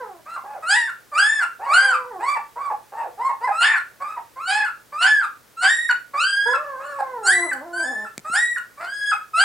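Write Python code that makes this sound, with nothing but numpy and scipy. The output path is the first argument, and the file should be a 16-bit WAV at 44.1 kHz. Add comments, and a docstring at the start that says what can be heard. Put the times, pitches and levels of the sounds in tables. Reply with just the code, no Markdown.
"""A quilt in the corner of a small, quiet room, where newborn puppies cry.
Their vocal folds make the tone; throat and mouth colour its overtones. Each squeal starts softly,
surges hoarsely up to a thin, clear pitch and cracks into a falling yelp. Softer whimpers fall in
between, and one pup moans low through a closed mouth. Late on, a light knock clicks close by,
then a far fainter one. Faint hiss and mains hum lie underneath."""
import sys
import numpy as np
from scipy import signal
from scipy.fft import rfft, irfft, next_fast_len
from scipy.io import wavfile
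from scipy.ndimage import uniform_filter1d

SR = 44100
rng = np.random.default_rng(int(sys.argv[2]) if len(sys.argv) > 2 else 0)


def materialize(psi):
    """Save the field psi as 16-bit PCM at rate SR to the path in sys.argv[1].

    A 1-D psi becomes a single channel; in a 2-D psi each row is a channel.
    """
    bounded = np.clip(np.atleast_2d(psi).T, -1, 1)
    quanta = np.round(bounded * 32767).astype(np.int16)
    wavfile.write(sys.argv[1], SR, quanta)


N = 416291


def cries(level_db=-1.5, bass_cut_hz=400):
    """Squeals and whimpers, with everything below the bass cut removed."""
    # One squeal a row; times after start_s count from it, levels are relative:
    # start_s, climb_s, jump_at_s, surge_s, break_s, fall_length_s, low_hz, jump_hz, top_hz, late_hz,
    # fundamental: lead_db, surge_db, late_db, yelp_db; overtones: bright_db, late_bright_db;
    # hoarse patch: hoarse_length_s, half_pitch_db, rasp_db
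    squeals = [ (0.622, .15, 0.13, 0.09, 0.25, 0.028, 1244, 170, 1923, 1734, -26.5, -10.5, -25.5, -27.5, -21.5, -48, .15, -14, -28),
               (1.115, 0.21, 0.068, 0.066, 0.28, 0.043, 1171, 254, 1797, 1702, -26, -10.5, -21.5, -17, -23.5, -40, 0.3, -28.5, -29.5),
               (1.655, 0.22, 0.078, 0.079, 0.26, 0.044, 1088, 159, 1698, 1469, -22.5, -9.5, -16, -19.5, -22.5, -36, 0.2, -22.5, -23.5),
               (3.51, .21, 0.13, 0.12, 0.23, 0.042, 1237, 170.6, 1812, 1753, -22.5, -12.5, -16.5, -22.5, -20.5, -45.5, .15, -20.5, -10.5),
               (4.358, .24, 0.045, 0.14, .266, .06, 1053, 199, 1716, 1705, -30, -19, -22, -26.5, -26.5, -41.5, 0.151, -6, -19.5),
               (4.92, 0.16, 0.15, .110, 0.29, 0.039, 1149, 220, 1752, 1548, -27.5, -11.5, -19.5, -22.5, -22, -48, 0.08, -17.5, -15),
               (5.567, .17, 0.12, 0.076, 0.32, 0.012, 1338, 158.6, 1871, 1880, -29.5, -11, -23.5, -10, -23.5, -42, 0.0404, -11.5, -10.5),
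               (6.133, 0.17, 0.067, 0.07, 0.4, .008, 1125, 101.4, 1598, 1719, -21, -19.5, -19, -16.5, -24.5, -39.5, .07, -54, -38),
               (7.225, 0.12, .097, 0.048, .283, .012, 1352, 269, 1983, 2006, -36, -8.5, -29, -19, -20.5, -43.5, 0.037, -22, -19),
               (7.727, .06, 0.11, 0.082, 0.32, 0.0056, 1465, 181.7, 1739, 1771, -26.5, -23, -32.5, -32, -35.5, -57.5, 0.027, -22, -49),
               (8.243, .21, 0.12, 0.1117, 0.3142, 0.016, 1257, 263, 1933, 1863, -27.5, -14, -25, -23, -27, -45.5, 0.0363, -14.5, -17.5),
               (8.771, .19, 0.035, 0.05, 0.34, 0.01, 1156, 149.7, 1661, 1662, -33.5, -34.5, -22.5, -13.5, -50.5, -32.5, 0.058, -3.5, -6.5),
               (9.333, 0.1, 0.064, 0.061, 0.27, 0.023, 1272, 140, 1592, 1580, -19.5, -13, -5, -20, -22, -34, .08, -18.5, -36)]
    # One whimper a row: start_s, length_s, crest_s, first_hz, top_hz, last_hz,
    # first_db, crest_db, catch_db, overtones_re_tone_db, rasp_db
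    whimpers = [ (0.255, 0.13, 0.088, 1090, 1397, 1170, -32, -35, -33, -17.5, -15.5),
                (0.431, 0.17, 0.066, 732, 861, 546, -33, -38.5, -40.5, -14, -8),
                (1.589, 0.12, 0.087, 642, 983, 703, -31, -33, -35, -12.5, -14),
                (2.195, 0.18, 0.13, 751, 1170, 998, -25.5, -21, -22.5, -11.5, -22),
                (2.557, .17, 0.087, 898, 1164, 912, -29, -28, -26, -22.5, -15),
                (2.918, 0.17, .075, 779, 920, 508, -31, -29.5, -38.5, -15, -9.5),
                (3.171, .145, .10, 698, 1085, 1030, -30.5, -21.5, -22.5, -21, -22),
                (3.404, 0.095, 0.056, 803, 1016, 878, -27, -24, -21.5, -13.5, -41),
                (3.999, 0.19, 0.13, 1071, 1265, 1015, -25.5, -35, -29.5, -17.5, -14),
                (6.791, 0.22, 0.089, 1065, 1461, 849, -33, -39.5, -25, -16, -13.5)]
    voice = sum(squeal(row) for row in squeals) + sum(whimper(row) for row in whimpers)
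    return from_db(level_db) * high_pass(voice, bass_cut_hz, order=4)


def squeal(row, switch_s=0.0039, jump_s=0.037, attack_s=0.052, swell_s=0.022, yelp_s=0.025):
    """The pitch climbs with one upward jump, drifts on top, then breaks down into a yelp."""
    (start_s, climb_s, jump_at_s, surge_s, break_s, fall_s, low_hz, jump_hz, top_hz, late_hz,
     lead_db, surge_db, late_db, yelp_db, bright_db, late_bright_db, hoarse_s, half_db, rasp_db) = row
    yelp_ratio, sag_oct_per_s = 0.79, 4.77
    hoarse_lead_s, edge_s, burst_s = 0.027, 0.013, 0.015
    at, age_s, gate = span(start_s, break_s + max(fall_s, yelp_s) + switch_s)
    fallen_s = break_s + fall_s
    held = np.clip((age_s - surge_s) / (break_s - surge_s), 0, 1)
    yelp_age_s = np.maximum(age_s - fallen_s, 0)
    cracked = ease((age_s - break_s) / switch_s)

    pitch_hz = low_hz + (top_hz - low_hz - jump_hz) * ease(age_s / climb_s)
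    pitch_hz += jump_hz * ease((age_s - jump_at_s) / jump_s + 0.5)
    pitch_hz += (late_hz - top_hz) * held ** 3
    pitch_hz *= np.interp(age_s, [break_s, fallen_s], [1, yelp_ratio])
    pitch_hz *= 2 ** (-sag_oct_per_s * yelp_age_s)

    # effort: swell to the surge, move to the late level, then the yelp, which fades
    swell = np.clip((age_s - surge_s + attack_s) / (attack_s + swell_s), 0, 1)
    tone_db = lead_db + (surge_db - lead_db) * swell
    tone_db += (late_db - surge_db) * (1 - (1 - held) ** 1.58)
    tone_db += np.interp(age_s, [break_s, fallen_s], [0, yelp_db - late_db]) - 8 * yelp_age_s / yelp_s
    overtone_db = np.interp(age_s, [surge_s - attack_s, surge_s, break_s, fallen_s],
                            [lead_db - 18, bright_db, late_bright_db, yelp_db - 18])
    overtone_db -= np.sin(np.pi * held)   # 1 dB dip mid-hold

    # the surge overdrives the folds: period doubling and rasp
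    hoarse = np.interp(age_s - surge_s + hoarse_lead_s,
                       [0, edge_s, hoarse_s, hoarse_s + edge_s], [0, 1, 1, 0])
    burst_db = 2 * np.exp(-((age_s - surge_s) / burst_s) ** 2)
    doubling = from_db(-43) + hoarse * from_db(half_db)
    rasp = from_db(-34) + hoarse * from_db(rasp_db + burst_db)
    return cry(at, pitch_hz, gate * from_db(tone_db), gate * from_db(overtone_db),
               doubling, rasp, cracked)


def whimper(row, half_db=-29, switch_s=0.0067, quaver_db=2.5, quaver_hz=25, catch_s=0.028):
    """An unsteady arch of pitch, too weak to reach a squeal; ends in a catch, a rough drop."""
    (start_s, length_s, crest_s, first_hz, top_hz, last_hz,
     first_db, crest_db, catch_db, overtones_db, rasp_db) = row
    at, age_s, gate = span(start_s, length_s)
    before = np.maximum(1 - age_s / crest_s, 0)
    after = np.maximum((age_s - crest_s) / (length_s - crest_s), 0)
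    caught = ease((age_s - length_s + catch_s) / switch_s)
    pitch_hz = top_hz + (first_hz - top_hz) * before ** 2 + (last_hz - top_hz) * after ** 2
    pitch_hz *= 1 - 0.11 * caught
    level_db = np.interp(age_s, [0, crest_s], [first_db, crest_db])
    level_db += (catch_db - level_db) * caught + quaver_db * flutter(quaver_hz, len(at))
    gain = gate * from_db(level_db)
    return cry(at, pitch_hz, gain, gain * from_db(overtones_db),
               from_db(half_db), from_db(rasp_db), caught)


def cry(at, pitch_hz, tone_gain, overtone_gain, doubling, rasp, cracked,
        slack_hz=1270, open_hz=1520, settle_s=0.033, beam_hz=6000):
    """The mouth opens as the pitch climbs, half shuts at the crack, and colours the overtones."""
    # Throat and open mouth response: freq_hz, gain_db
    open_mouth = [(1700, -63), (2500, 13), (3300, 3), (3900, 2.5), (4800, 6.5), (5700, -12), (6300, -16),
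                  (7000, -2.5), (7700, 0), (8600, -5.5), (9700, -5), (10500, -17.5), (11400, -39.5),
                  (15000, -47)]
    # Half-open mouth response: freq_hz, gain_db
    half_open = [(1300, 17), (2650, -5), (3200, -25), (4700, -15), (6000, -31), (8000, -19), (12000, -41.5)]
    # How squarely the head faces the listener: time_s, treble_gain_db
    facing = [(1.5, 5), (5.6, 2.5), (6.4, -5), (7.3, 22), (8.4, 14.5), (9.05, 0)]
    age_s = (at - at[0]) / SR
    # slack folds sputter weakly before they settle; after the crack they stay rough
    sputter = 0.25 * (pitch_hz[0] < slack_hz) * np.exp(-(age_s / settle_s) ** 2)
    tone, overtones = folds(pitch_hz, doubling + sputter, rasp + sputter + 0.2 * cracked, waver=0.00647)
    opening = np.clip((pitch_hz - slack_hz) / (open_hz - slack_hz), 0, 1) * (1 - cracked)
    overtones = (opening * coloured(overtones, open_mouth)
                 + (1 - opening) * coloured(overtones, half_open))
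    # top treble beams forward
    treble = signal.sosfiltfilt(signal.butter(2, beam_hz, "high", fs=SR, output="sos"), overtones)
    beam_gain = from_db(np.interp(at / SR, *np.transpose(facing)))
    overtones += (beam_gain - 1) * treble
    out = np.zeros(N)
    out[at] = (tone_gain * tone + overtone_gain * evened(overtones)) / (1 + 2 * sputter)
    return out


def folds(pitch_hz, doubling, rasp, waver, rasp_hz=200, beat_ratio=0.3, shimmer_db=3):
    """Vibrating vocal folds: fundamental and overtones, before the tract colours them."""
    size = len(pitch_hz)
    # the pitch trembles, and hops when hoarse
    hops = 0.0419 * np.sqrt(np.clip(rasp, 0, 0.5)) * np.tanh(2 * flutter(46.2, size))
    pitch_hz = pitch_hz * (1 + waver * flutter(34.6, size) + hops)
    # rasp: the two folds beat against each other and cycle unevenly
    beat_hz = beat_ratio * pitch_hz * (1 + 0.2 * flutter(56.9, size))
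    beat = np.sin(2 * np.pi * np.cumsum(beat_hz) / SR)
    phase = 2 * np.pi * np.cumsum(pitch_hz) / SR + 0.62 * rasp * flutter(rasp_hz, size)
    strength = 1 + rasp * (beat + 0.67 * flutter(rasp_hz, size))
    harmonics = np.arange(2, 13)[:, None]
    shimmer = from_db(shimmer_db * np.array([flutter(20.6, size) for _ in harmonics]))
    overtones = np.sum(shimmer * np.sin(harmonics * phase) * (harmonics * pitch_hz < SR / 2), axis=0)
    # period doubling: alternate cycles weaken, adding lines between the harmonics
    overtones *= 1 + 0.8 * np.tanh(2 * doubling) * np.cos(phase / 2)
    tone = np.sin(phase) + doubling * (np.sin(phase / 2) + 0.4 * np.sin(1.5 * phase))
    return strength * tone, strength * overtones


def moans(level_db=0.5, tone_db=1.5, tone_cut_hz=400):
    """Low, smooth moans through a closed mouth; the fundamental weakens as the pitch sinks."""
    # One contour a moan, points of: time_s, pitch_hz, relative_db
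    contours = [
        [(0.0, 545, -30.5), (0.05, 430.6, -43.5), (0.2, 310.6, -56.5)],
        [(1.8, 553, -45.5), (1.87, 518, -38), (2.1, 498, -43.5), (2.14, 395, -40.5), (2.2, 337, -42.5)],
        [(6.455, 459.8, -28.5), (6.52, 505, -31), (6.61, 614.6, -39.5), (6.76, 517.5, -38),
         (6.87, 583.2, -41.5), (7.13, 508, -37.5), (7.28, 374.3, -41), (7.46, 341, -34), (7.5, 265, -53)],
        [(7.51, 272.5, -46), (7.6, 258.2, -41.5), (7.66, 348.2, -45), (7.83, 339, -38), (7.855, 252, -44.5),
         (7.91, 270.5, -38.5), (7.95, 209.7, -49), (8.05, 211.3, -44.5)],
    ]
    # Closed mouth response: freq_hz, gain_db
    muzzle = [(500, 3.5), (850, 2), (1400, -11.5), (1800, -14), (2400, -41), (5000, -47)]
    out = np.zeros(N)
    for contour in contours:
        time_s, hz, db = np.transpose(contour)
        at, _, gate = span(time_s[0], time_s[-1] - time_s[0])
        pitch_hz = np.interp(at / SR, time_s, hz)
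        gain = gate * from_db(np.interp(at / SR, time_s, db))
        tone, overtones = folds(pitch_hz, doubling=0, rasp=0.066, waver=0.009)
        tone *= from_db(tone_db) * pitch_hz / np.hypot(pitch_hz, tone_cut_hz)
        out[at] += gain * (tone + evened(coloured(overtones, muzzle)))
    return from_db(level_db) * high_pass(out, hz=190, order=2)


def knocks(thump_hz=220, thump_t60_s=0.0086):
    """Each knock is a short hard click over a dull thump."""
    # Light knocks: start_s, click_db, thump_db
    strikes = [(8.1794, -17.5, -21), (8.298, -46, -24)]
    # Modes of the click: freq_hz, gain_db, t60_s
    click_modes = [(580, -4, 0.0033), (2320, -7, 0.012), (4630, -1.5, 0.0017), (7240, 4.5, 0.0013)]
    clicks, thumps = np.zeros((2, N))
    for start_s, click_db, thump_db in strikes:
        clicks[int(start_s * SR)] = from_db(click_db)
        thumps[int(start_s * SR)] = from_db(thump_db)
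    out = sum(from_db(db) * ring(clicks, hz, t60_s) for hz, db, t60_s in click_modes)
    out += ring(thumps, thump_hz, thump_t60_s)
    return high_pass(out, hz=150, order=4)


def room(x, wet_db, t60_s=0.26, build_s=0.015, echo_cut_hz=9000, ear_lag_s=0.00006):
    """Early reflections, which beat against a gliding pitch, and a short dull tail."""
    # Reflections from wall, bed frame and ceiling: delay_s, gain_db
    reflections = [(.0034, -25), (.0093, -31), (.0141, -13), (.0197, -19)]
    age_s = np.arange(SR // 2) / SR
    tail = diffuse_noise([(150, -4), (1500, 0), (2600, 0), (4500, -6), (10000, -6.5)], len(age_s))
    tail *= from_db(-60 * age_s / t60_s) * np.minimum(age_s / build_s, 1)
    tail /= np.sqrt(np.sum(tail ** 2) / 2)
    out = x + from_db(wet_db) * signal.fftconvolve(x[None], tail, axes=1)[:, :N]
    dull = low_pass(x, echo_cut_hz)
    time_s = np.arange(N) / SR
    for k, (delay_s, gain_db) in enumerate(reflections):
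        lag_s = ear_lag_s * (-1) ** k   # from alternate sides
        echo = [np.interp(time_s - delay_s + side_s, time_s, dull, left=0) for side_s in (lag_s, -lag_s)]
        out += from_db(gain_db) * np.array(echo)
    return out


def background(hiss_db=-53.5, hum_hz=118.4, hum_db=-69.5):
    """Steady hiss and faint mains hum."""
    # Room hiss spectrum: freq_hz, relative_density_db
    hiss_spectrum = [(15, -37.5), (25, -3), (537, 3), (684, -1), (1660, -1.5), (2060, -4.5), (2360, -5.5),
                     (2560, -7.5), (15500, -11.5)]
    stereo_phase_rad = np.array([[0], [1.6]])
    hum = np.sqrt(2) * np.sin(2 * np.pi * hum_hz * np.arange(N) / SR + stereo_phase_rad)
    return from_db(hiss_db) * diffuse_noise(hiss_spectrum, N) + from_db(hum_db) * hum


def diffuse_noise(spectrum, size):
    """Stereo noise shaped by (freq_hz, gain_db) points, partly alike left and right; rms 1."""
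    # Left-right likeness of diffuse sound: freq_hz, correlation
    likeness = [(40, .6), (120, 0), (400, 0.36), (12000, 0.88)]
    hz = np.fft.rfftfreq(size, 1 / SR)
    mid, side = rfft(rng.standard_normal((2, size))) * from_db(at_hz(spectrum, hz))
    alike = np.clip(at_hz(likeness, hz), 0, 1)
    return rms_one(irfft(np.sqrt(1 + alike) * mid + np.sqrt(1 - alike) * side * [[1], [-1]], size))


def span(start_s, length_s, attack_s=0.012, release_s=0.0045):
    """A call's sample indices, its age there, and a gate with short edges."""
    at = np.arange(max(int(start_s * SR), 0), min(int((start_s + length_s + release_s) * SR), N))
    age_s = at / SR - start_s
    edges = np.minimum(age_s / attack_s, (length_s + release_s - age_s) / release_s)
    return at, age_s, np.sqrt(2) * np.clip(edges, 0, 1)


def coloured(x, spectrum):
    """Filter by (freq_hz, gain_db) points."""
    size = next_fast_len(len(x) + SR // 20)
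    hz = np.fft.rfftfreq(size, 1 / SR)
    return irfft(rfft(x, size) * from_db(at_hz(spectrum, hz)), size)[:len(x)]


def evened(x, window_s=0.043):
    """Hold short-term power at one."""
    return x / np.sqrt(np.abs(uniform_filter1d(x * x, int(window_s * SR))) + 1e-12)


def ring(x, hz, t60_s):
    """One mode: a unit click starts a decaying unit sine."""
    radius, step_rad = from_db(-60 / (t60_s * SR)), 2 * np.pi * hz / SR
    return signal.lfilter([np.sin(step_rad)], [1, -2 * radius * np.cos(step_rad), radius ** 2], x + 1e-18)


def flutter(hz, size):
    """Random motion up to hz; rms about 1."""
    return rms_one(low_pass(rng.standard_normal(size + SR // 10), hz))[-size:]


def low_pass(x, hz):
    """Second-order low-pass."""
    return signal.sosfilt(signal.butter(2, hz, fs=SR, output="sos"), x)


def high_pass(x, hz, order):
    """Cut the bass below hz."""
    return signal.sosfilt(signal.butter(order, hz, "high", fs=SR, output="sos"), x)


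def at_hz(points, hz):
    """Read a spectrum on a log-frequency axis."""
    freq_hz, value = np.transpose(points)
    return np.interp(np.log(np.maximum(hz, 1)), np.log(freq_hz), value)


def ease(x):
    """S-shaped step over 0..1."""
    return np.sin(np.pi / 2 * np.clip(x, 0, 1)) ** 2


def rms_one(x):
    """Scale to unit power."""
    return x / np.sqrt(np.mean(x ** 2) + 1e-20)


def from_db(db):
    """Decibels to gain."""
    return 10 ** (np.asarray(db) / 20)


def scene(pan_db=0.37):
    """Pups a little right of centre, knocks close by."""
    pups = room(cries() + moans(), wet_db=-5.5) * from_db([[-pan_db], [pan_db]])
    return pups + room(knocks(), wet_db=-32) + background()


def record(dry, ceiling=0.93, cutoff_hz=15900):
    """Round off the loudest peaks, then cut the top steeply."""
    rounded = dry / (1 + (dry / ceiling) ** 4) ** 0.25
    return signal.sosfilt(signal.ellip(10, 0.2, 80, cutoff_hz, fs=SR, output="sos"), rounded)


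dry = scene()
out = record(dry)
materialize(out)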